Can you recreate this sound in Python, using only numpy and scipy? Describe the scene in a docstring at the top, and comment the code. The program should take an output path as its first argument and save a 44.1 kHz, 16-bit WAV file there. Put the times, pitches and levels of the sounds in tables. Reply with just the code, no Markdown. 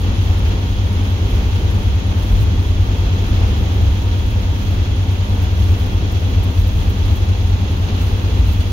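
"""A diesel bus cruising on a country road, heard from the driver's seat.
From the start the firing note beats against the propeller shaft's drone; combustion clatter and a thin
turbo whistle pass the engine cover, gears whine, tyres and air roar. Bumps boom in the body and rattle
loose fittings, with the biggest boom at 2.3 s. Coarse asphalt swells the roar most near 3.4 s.
From 5 s the fittings knock more often, and from 5.9 to 7.3 s a small metal part chinks."""
import sys
import numpy as np
from scipy import signal
from scipy.fft import rfft, irfft
from scipy.io import wavfile
from scipy.ndimage import uniform_filter1d

SR = 44100
rng = np.random.default_rng(int(sys.argv[2]) if len(sys.argv) > 2 else 0)


def unload_audio(sound):
    """Save the sound as a 16-bit wav file, at the path given as the first command line argument."""
    columns = np.transpose(np.atleast_2d(sound))
    # keep every value between -1 and 1, then stretch to whole-number steps
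    steps = np.round(np.clip(columns, -1, 1) * 32767)
    wavfile.write(sys.argv[1], SR, steps.astype(np.int16))


N = 384548
TIME = np.arange(N) / SR
FREQ = np.maximum(np.arange(N // 2 + 1) * SR / N, 1)
CYLINDERS = 6


def engine_drone(cycles, low_db, high_db, waver_db, wander_rad):
    """Exhaust and block tones; the higher ones waver more as the cab flexes."""
    # engine tones (multiple of the cycle rate, relative left [dB], relative right [dB])
    orders = [(3, -37, -37), (6, -23.5, -24.5), (7, -44, -43), (9, -38.5, -41.5), (12, -41, -43),
              (15, -46, -51), (16, -44, -45), (18, -46, -44), (20, -55, -46), (30, -53, -46),
              (36, -55, -53), (39, -53, -64), (48, -57, -54), (54, -52, -54)]
    out = np.zeros((2, N))
    for order, left_db, right_db in orders:
        height = order / orders[-1][0]
        phase = 2 * np.pi * (order * cycles + rng.random()) + wander_rad * height * walk(4.8)
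        offset_rad = np.array([[0], [1]]) * height ** 2 * np.pi / 2
        lift_db = low_db + (high_db - low_db) * height + waver_db * np.sqrt(height) * walk(2.5)
        gain = undb(np.array([[left_db], [right_db]]) + lift_db)
        out += np.sqrt(2) * gain * np.sin(phase + offset_rad)
    return out


def shaft_hum(firings, ratio, level_db, waver_db):
    """The propeller shaft hums just below the firing note, so the two beat."""
    gain = undb(level_db + waver_db * walk(2.4))
    return np.sqrt(2) * gain * np.sin(2 * np.pi * ratio * firings) * pan(1.2)


def body_boom(level_db, throb_db):
    """Bumps and the small unevenness between them shake the body into a deep boom."""
    # body spectrum (frequency [Hz], relative density [dB])
    spectrum = [(10, -73), (22, -61), (31, -37.5), (37, -35), (55, -30.5), (64, -33.5), (73, -28),
                (87, -32), (100, -42.5), (116, -46), (130, -59), (200, -99)]
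    boom = colour(cab_noise(apart_hz=1200), response(spectrum))
    # flatten the noise's own swells so the road sets the level
    boom /= np.sqrt(uniform_filter1d(np.mean(boom ** 2, axis=0), SR // 8))
    return from_left(boom * undb(level_db + throb_db * walk(4.3)))


def bumps(attack_s, release_s):
    """Each jolt builds, holds and dies away; returns the boom and rattle lifts in dB."""
    # bumps under the wheels (start [s], length [s], boom lift [dB], rattle lift [dB])
    jolts = [(.25, .07, 3.5, 1.5), (0.402, 0.12, 4, 3), (0.723, 0.055, 4, -1), (1.295, 0.17, 4.5, 2),
             (1.628, 0.12, 3.5, 1), (1.876, 0.05, 6.5, 0), (2.313, 0.12, 8.5, 2), (2.69, .12, 4.5, -0.5),
             (2.987, 0.06, 3, -2), (3.29, .32, 3.5, 0.5), (3.724, 0.16, 6, 0.5), (4.2, 0.14, 3, -0.5),
             (4.85, 0.064, 2.5, -1), (5.581, .15, 6.5, 3), (5.76, .18, 1, 2), (6.358, 0.048, 7.5, 2),
             (6.54, 0.11, 5.5, 3.5), (6.7, .22, 1, 2), (7.013, 0.15, 6, 1), (7.4, 0.17, 3, -1),
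             (7.99, 0.084, 3.5, 2), (8.36, 0.15, 5, 3)]
    out = np.zeros((2, N))
    for start_s, length_s, boom_db, rattle_db in jolts:
        attack = np.clip((TIME - start_s) / attack_s, 0, 1)
        release = np.exp(-np.maximum(TIME - start_s - length_s, 0) / release_s)
        out += np.outer([boom_db, rattle_db], attack * release)
    return out


def road_roar(gain_db, flicker_db):
    """Tyres roar on the asphalt and air rushes past the windows."""
    # tyre and air spectrum (frequency [Hz], relative density [dB])
    spectrum = [(70, -65), (125, -56.5), (180, -49.5), (260, -53.5), (340, -58), (390, -57.5), (510, -61.5),
                (620, -67), (800, -65), (980, -67), (1400, -71), (2200, -75), (5000, -83.5), (8000, -108)]
    roar = colour(cab_noise(apart_hz=880), response(spectrum))
    return roar * undb(gain_db + flicker_db * walk(6.5))


def coarse_asphalt():
    """The tyres run on and off each coarse stretch: a smooth swell in dB."""
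    # coarse stretches (middle [s], length [s], roar lift [dB])
    patches = [(.25, 0.8, 1.5), (1.347, 1, 1.5), (2.42, 0.27, 1.1), (3.44, 0.74, 3), (5.75, .4, 1),
               (6.25, 0.54, 0.5), (6.92, .3, .9), (8.002, .35, 1.2), (8.4, 0.43, 2)]
    return sum(db * np.exp(-(2 * (TIME - middle_s) / length_s) ** 2) for middle_s, length_s, db in patches)


def clatter(firings, ring_s, rise_s, scatter_db, jitter_s, hiss_share, pulse_depth, gain_db):
    """Each cylinder's firing rings the block in its own way, over faintly pulsing gas hiss."""
    # clatter through the cover (frequency [Hz], relative left density [dB], relative right density [dB])
    spectrum = [(306, -83, -87), (710, -68, -73.5), (1500, -74.5, -77), (2140, -75, -73.5),
                (2640, -71, -70.5), (3400, -71, -69.5), (3850, -75.5, -71), (5080, -85.5, -77),
                (6000, -82.5, -76.5), (6660, -81, -76), (7380, -95, -88), (7960, -104, -104)]
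    # cover and panel resonances (frequency [Hz], width [Hz], left lift [dB], right lift [dB])
    panels = [(1255, 42, 5.5, 1), (1400, 40, 8, 4), (2030, 19, 0, 6), (2457, 32, 8.5, -1), (2640, 47, 4, 3),
              (2707, 35, 5.5, 2), (2870, 25, -9, 6.5), (2880, 21, -8, 4.5), (3087, 21, -8, 11),
              (3304, 47, 7.5, 8.5), (3400, 40, 4.5, 4), (3700, 20, 3, 0), (3953, 27, -6, 6.5),
              (5780, 60, -6, 3.5), (6340, 150, 2.5, 0)]
    firing_s = np.interp(np.arange(1, int(firings[-1])), firings, TIME)
    jitter, scatter = rng.standard_normal((len(firing_s), 2)).T
    onsets = np.clip(((firing_s + jitter_s * jitter) * SR).astype(int), 0, N - 1)
    strength = undb(scatter_db * scatter)
    t = TIME[:SR // 10]
    envelope = np.exp(-t / ring_s) * (1 - np.exp(-t / rise_s))  # the cover blunts each blow
    blows = np.zeros((2, N))
    for cylinder in range(CYLINDERS):
        train = np.zeros(N)
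        train[onsets[cylinder::CYLINDERS]] = strength[cylinder::CYLINDERS]
        ring = rng.standard_normal((2, len(t))) * envelope * undb(2.0 * rng.standard_normal())
        blows += signal.fftconvolve(train[None], ring, axes=1)[:, :N]
    hiss = cab_noise(apart_hz=920) * (1 + pulse_depth * np.cos(np.pi * firings))
    source = np.sqrt(1 - hiss_share) * unit(blows) + np.sqrt(hiss_share) * unit(hiss)
    lift_db = sum(np.array([[left_db], [right_db]]) / (1 + (2 * (FREQ - hz) / width_hz) ** 2)
                  for hz, width_hz, left_db, right_db in panels)
    return colour(source, response(spectrum) * undb(lift_db + gain_db))


def trim_rattle(level_db, flicker_db, spread_db, ticks_per_s, ring_s, bed_power):
    """Trim and window frames make many tiny contacts over a bed of hiss."""
    # chatter spectrum (frequency [Hz], relative left [dB], relative right [dB])
    spectrum = [(3000, -18, -17), (8000, -9.5, -6.5), (9800, -2.5, -10.5), (10700, -1.5, 0.5),
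                (11700, -3, -1.5), (13500, -0.5, -3), (15800, 0.5, -1.5)]
    chance, size = rng.random((N, 2)).T
    ticks = (chance < ticks_per_s / SR) * undb(-spread_db * np.log(np.maximum(size, .02)))
    power = signal.fftconvolve(ticks ** 2, np.exp(-2 * TIME[:SR // 20] / ring_s))[:N]
    envelope = np.sqrt(np.abs(power / power.mean()) + bed_power)
    chatter = colour(rng.standard_normal((2, N)) * envelope, response(spectrum))
    return unit(chatter) * undb(level_db + flicker_db * walk(8))


def knocks(gain_db, ring_s, rise_s, width_hz, crack_gain, bounce_s, bounce_gain):
    """A loose fitting strikes, rings briefly and bounces once."""
    # fitting strikes (time [s], relative level [dB], ring [Hz])
    strikes = [(0.3844, -40, 10500), (1.2994, -43, 12100), (1.6994, -39, 11100), (2.2237, -37, 11000),
               (2.3181, -39, 11300), (2.3967, -34, 12700), (2.42, -33, 14500), (5.1053, -38, 12300),
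               (5.4201, -31, 14800), (6.113, -35, 13500), (6.4308, -33, 12100), (6.6687, -33, 14100),
               (6.8932, -32, 15300), (7.0524, -40, 10300), (7.1546, -31, 15400), (8.0137, -32, 14900),
               (8.4706, -33, 15500), (8.5185, -32, 14600), (8.5999, -40, 10500)]
    out = np.zeros((2, N + SR))
    t = TIME[:SR // 10]
    hz = np.arange(len(t) // 2 + 1) * SR / len(t)
    for start_s, level_db, ring_hz in strikes:
        gap_s = bounce_s * (1 / 2 + rng.random())
        strike = (1 - np.exp(-t / rise_s)) * np.exp(-t / ring_s)
        bounce = bounce_gain * (t > gap_s) * np.exp(-np.abs(t - gap_s) / ring_s)
        resonance = 1 / np.hypot(1, 2 * (hz - ring_hz) / width_hz)
        crack = crack_gain * hz / (hz + 3000)
        ring = unit(irfft(rfft(rng.standard_normal((2, len(t)))) * (resonance + crack), len(t)))
        onset = int(start_s * SR)
        out[:, onset:onset + len(t)] += ring * (strike + bounce) * undb(level_db + gain_db)
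    return out[:, :N] * pan(1.8)


def chinks(ring_hz, ring_s, rise_s, gain_db):
    """A small metal part is nudged and rings on one high note."""
    # nudges (time [s], relative level [dB])
    nudges = [(5.855, -45), (6.503, -50), (6.60, -54), (6.70, -53), (7.287, -49)]
    out = np.zeros(N)
    for start_s, level_db in nudges:
        t = np.maximum(TIME - start_s, 0)
        envelope = (1 - np.exp(-t / rise_s)) * np.exp(-t / ring_s)
        out += undb(level_db + gain_db) * envelope * np.sin(2 * np.pi * ring_hz * t)
    return out * pan(2.5)


def gear_whine(cycles, meshes_per_cycle, gain_db, wander_rad, waver_db):
    """Timing gear teeth mesh in a faint whine on the left."""
    # whine strength (time [s], relative level [dB])
    whine_db = [(0, -49), (2, -50.5), (4, -49.5), (5.3, -47.5), (6.5, -54), (7.6, -54), (8.7, -52)]
    phase = 2 * np.pi * meshes_per_cycle * cycles + wander_rad * walk(2.3)
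    gain = undb(curve(whine_db) + gain_db + waver_db * walk(5.4))
    return np.sqrt(2) * gain * np.sin(phase) * pan(4.2)


def turbo_whistle(level_db, width_hz, flutter_db):
    """The turbocharger's blades give a thin, breathy whistle."""
    # blade tone, easing and rising with the boost (time [s], frequency [Hz])
    blade_hz = [(0, 10660), (.65, 10420), (1.8, 10300), (2.3, 10460), (2.7, 10430), (5.3, 10350),
                (5.92, 10580), (6.3, 10380), (7.3, 10400), (8.7, 10500)]
    phase = 2 * np.pi * np.cumsum(curve(blade_hz)) / SR
    out = np.zeros((2, N))
    for ear in range(2):
        in_phase = walk(width_hz) + 0.85 * walk(5 * width_hz)
        out[ear] = in_phase * np.cos(phase) + walk(width_hz) * np.sin(phase)
    return unit(out) * undb(level_db + flutter_db * walk(4.8))


def cab_noise(apart_hz):
    """Diffuse noise at two ears: alike in the bass, opposed just above apart_hz, unrelated higher up."""
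    coherence = .98 * np.cos(np.pi / 2 * FREQ / apart_hz) / (1 + (FREQ / (1.7 * apart_hz)) ** 4)
    mid, side = rfft(rng.standard_normal((2, N))) * np.sqrt([(1 + coherence) / 2, (1 - coherence) / 2])
    return irfft([mid + side, mid - side], N)


def from_left(pair, lag_s=.0004):
    """Sound from the driver's side reaches the right ear later."""
    return np.array([pair[0], np.pad(pair[1], (int(lag_s * SR), 0), mode="edge")[:N]])


def pan(db):
    """Stereo gains, left louder by db."""
    return undb(np.array([[db], [-db]]) / 2)


def undb(db):
    """Decibels to gain."""
    return 10 ** (np.asarray(db) / 20)


def unit(x):
    """Scale to rms 1."""
    return x / np.sqrt(np.mean(x ** 2))


def curve(table):
    """Piecewise-linear control in time."""
    return np.interp(TIME, *np.transpose(table))


def walk(rate_hz):
    """Smooth random control of rms 1, rolling off at rate_hz."""
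    return unit(irfft(rfft(rng.standard_normal(N)) * np.exp(-(FREQ / rate_hz) ** 2), N))


def response(table):
    """Gain over frequency, one row per dB column; zero outside the table."""
    hz, *columns = np.transpose(table)
    return undb([np.interp(np.log(FREQ), np.log(hz), db, -np.inf, -np.inf) for db in columns])


def colour(x, gain):
    """Filter white sound of rms 1 to the given spectral density."""
    return irfft(rfft(x) * gain, N) * np.sqrt(SR / 2)


def scene():
    """Engine speed drives drone, shaft, clatter and gears; the road lifts boom, roar and rattle."""
    # engine speed (time [s], firing rate [Hz])
    firing_hz = [(0, 100.9), (2, 101), (4.5, 100.9), (6.5, 100.8), (8.7, 100)]
    firings = np.cumsum(curve(firing_hz)) / SR
    cycles = firings / CYLINDERS
    coarse_db = coarse_asphalt()
    jolt_db, shake_db = bumps(attack_s=0.019, release_s=0.029)
    tones = engine_drone(cycles, low_db=1, high_db=-0.5, waver_db=2.0, wander_rad=1.0)
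    tones += shaft_hum(firings, ratio=.9053, level_db=-19.0, waver_db=-0.45)
    road = body_boom(level_db=jolt_db - 18.5, throb_db=1.0)
    road += road_roar(gain_db=coarse_db - .5, flicker_db=0.85)
    combustion = clatter(firings, ring_s=0.018, rise_s=0.0042, scatter_db=2.0, jitter_s=.00002,
                         hiss_share=0.49, pulse_depth=0.032, gain_db=-.5)
    combustion *= undb(0.56 * coarse_db)  # this layer also carries road hiss, which swells on coarse asphalt
    whines = gear_whine(cycles, meshes_per_cycle=56, gain_db=-2, wander_rad=0.42, waver_db=1.2)
    whines += turbo_whistle(level_db=-61.5, width_hz=45, flutter_db=2.5)
    cab = trim_rattle(level_db=shake_db + .3 * coarse_db - 51.0, flicker_db=1.2, spread_db=3,
                      ticks_per_s=230, ring_s=0.011, bed_power=3.3)
    cab += knocks(gain_db=-5, ring_s=.011, rise_s=.0015, width_hz=2700,
                  crack_gain=0.13, bounce_s=0.011, bounce_gain=.4)
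    cab += chinks(ring_hz=13450, ring_s=.009, rise_s=.006, gain_db=8)
    return from_left(tones) + road * pan(0.53) + combustion + whines + cab


def record(dry):
    """Steep low-pass at 15.75 kHz."""
    return signal.sosfilt(signal.ellip(12, .2, 80, 15750, fs=SR, output="sos"), dry)


dry = scene()
out = record(dry)
unload_audio(out)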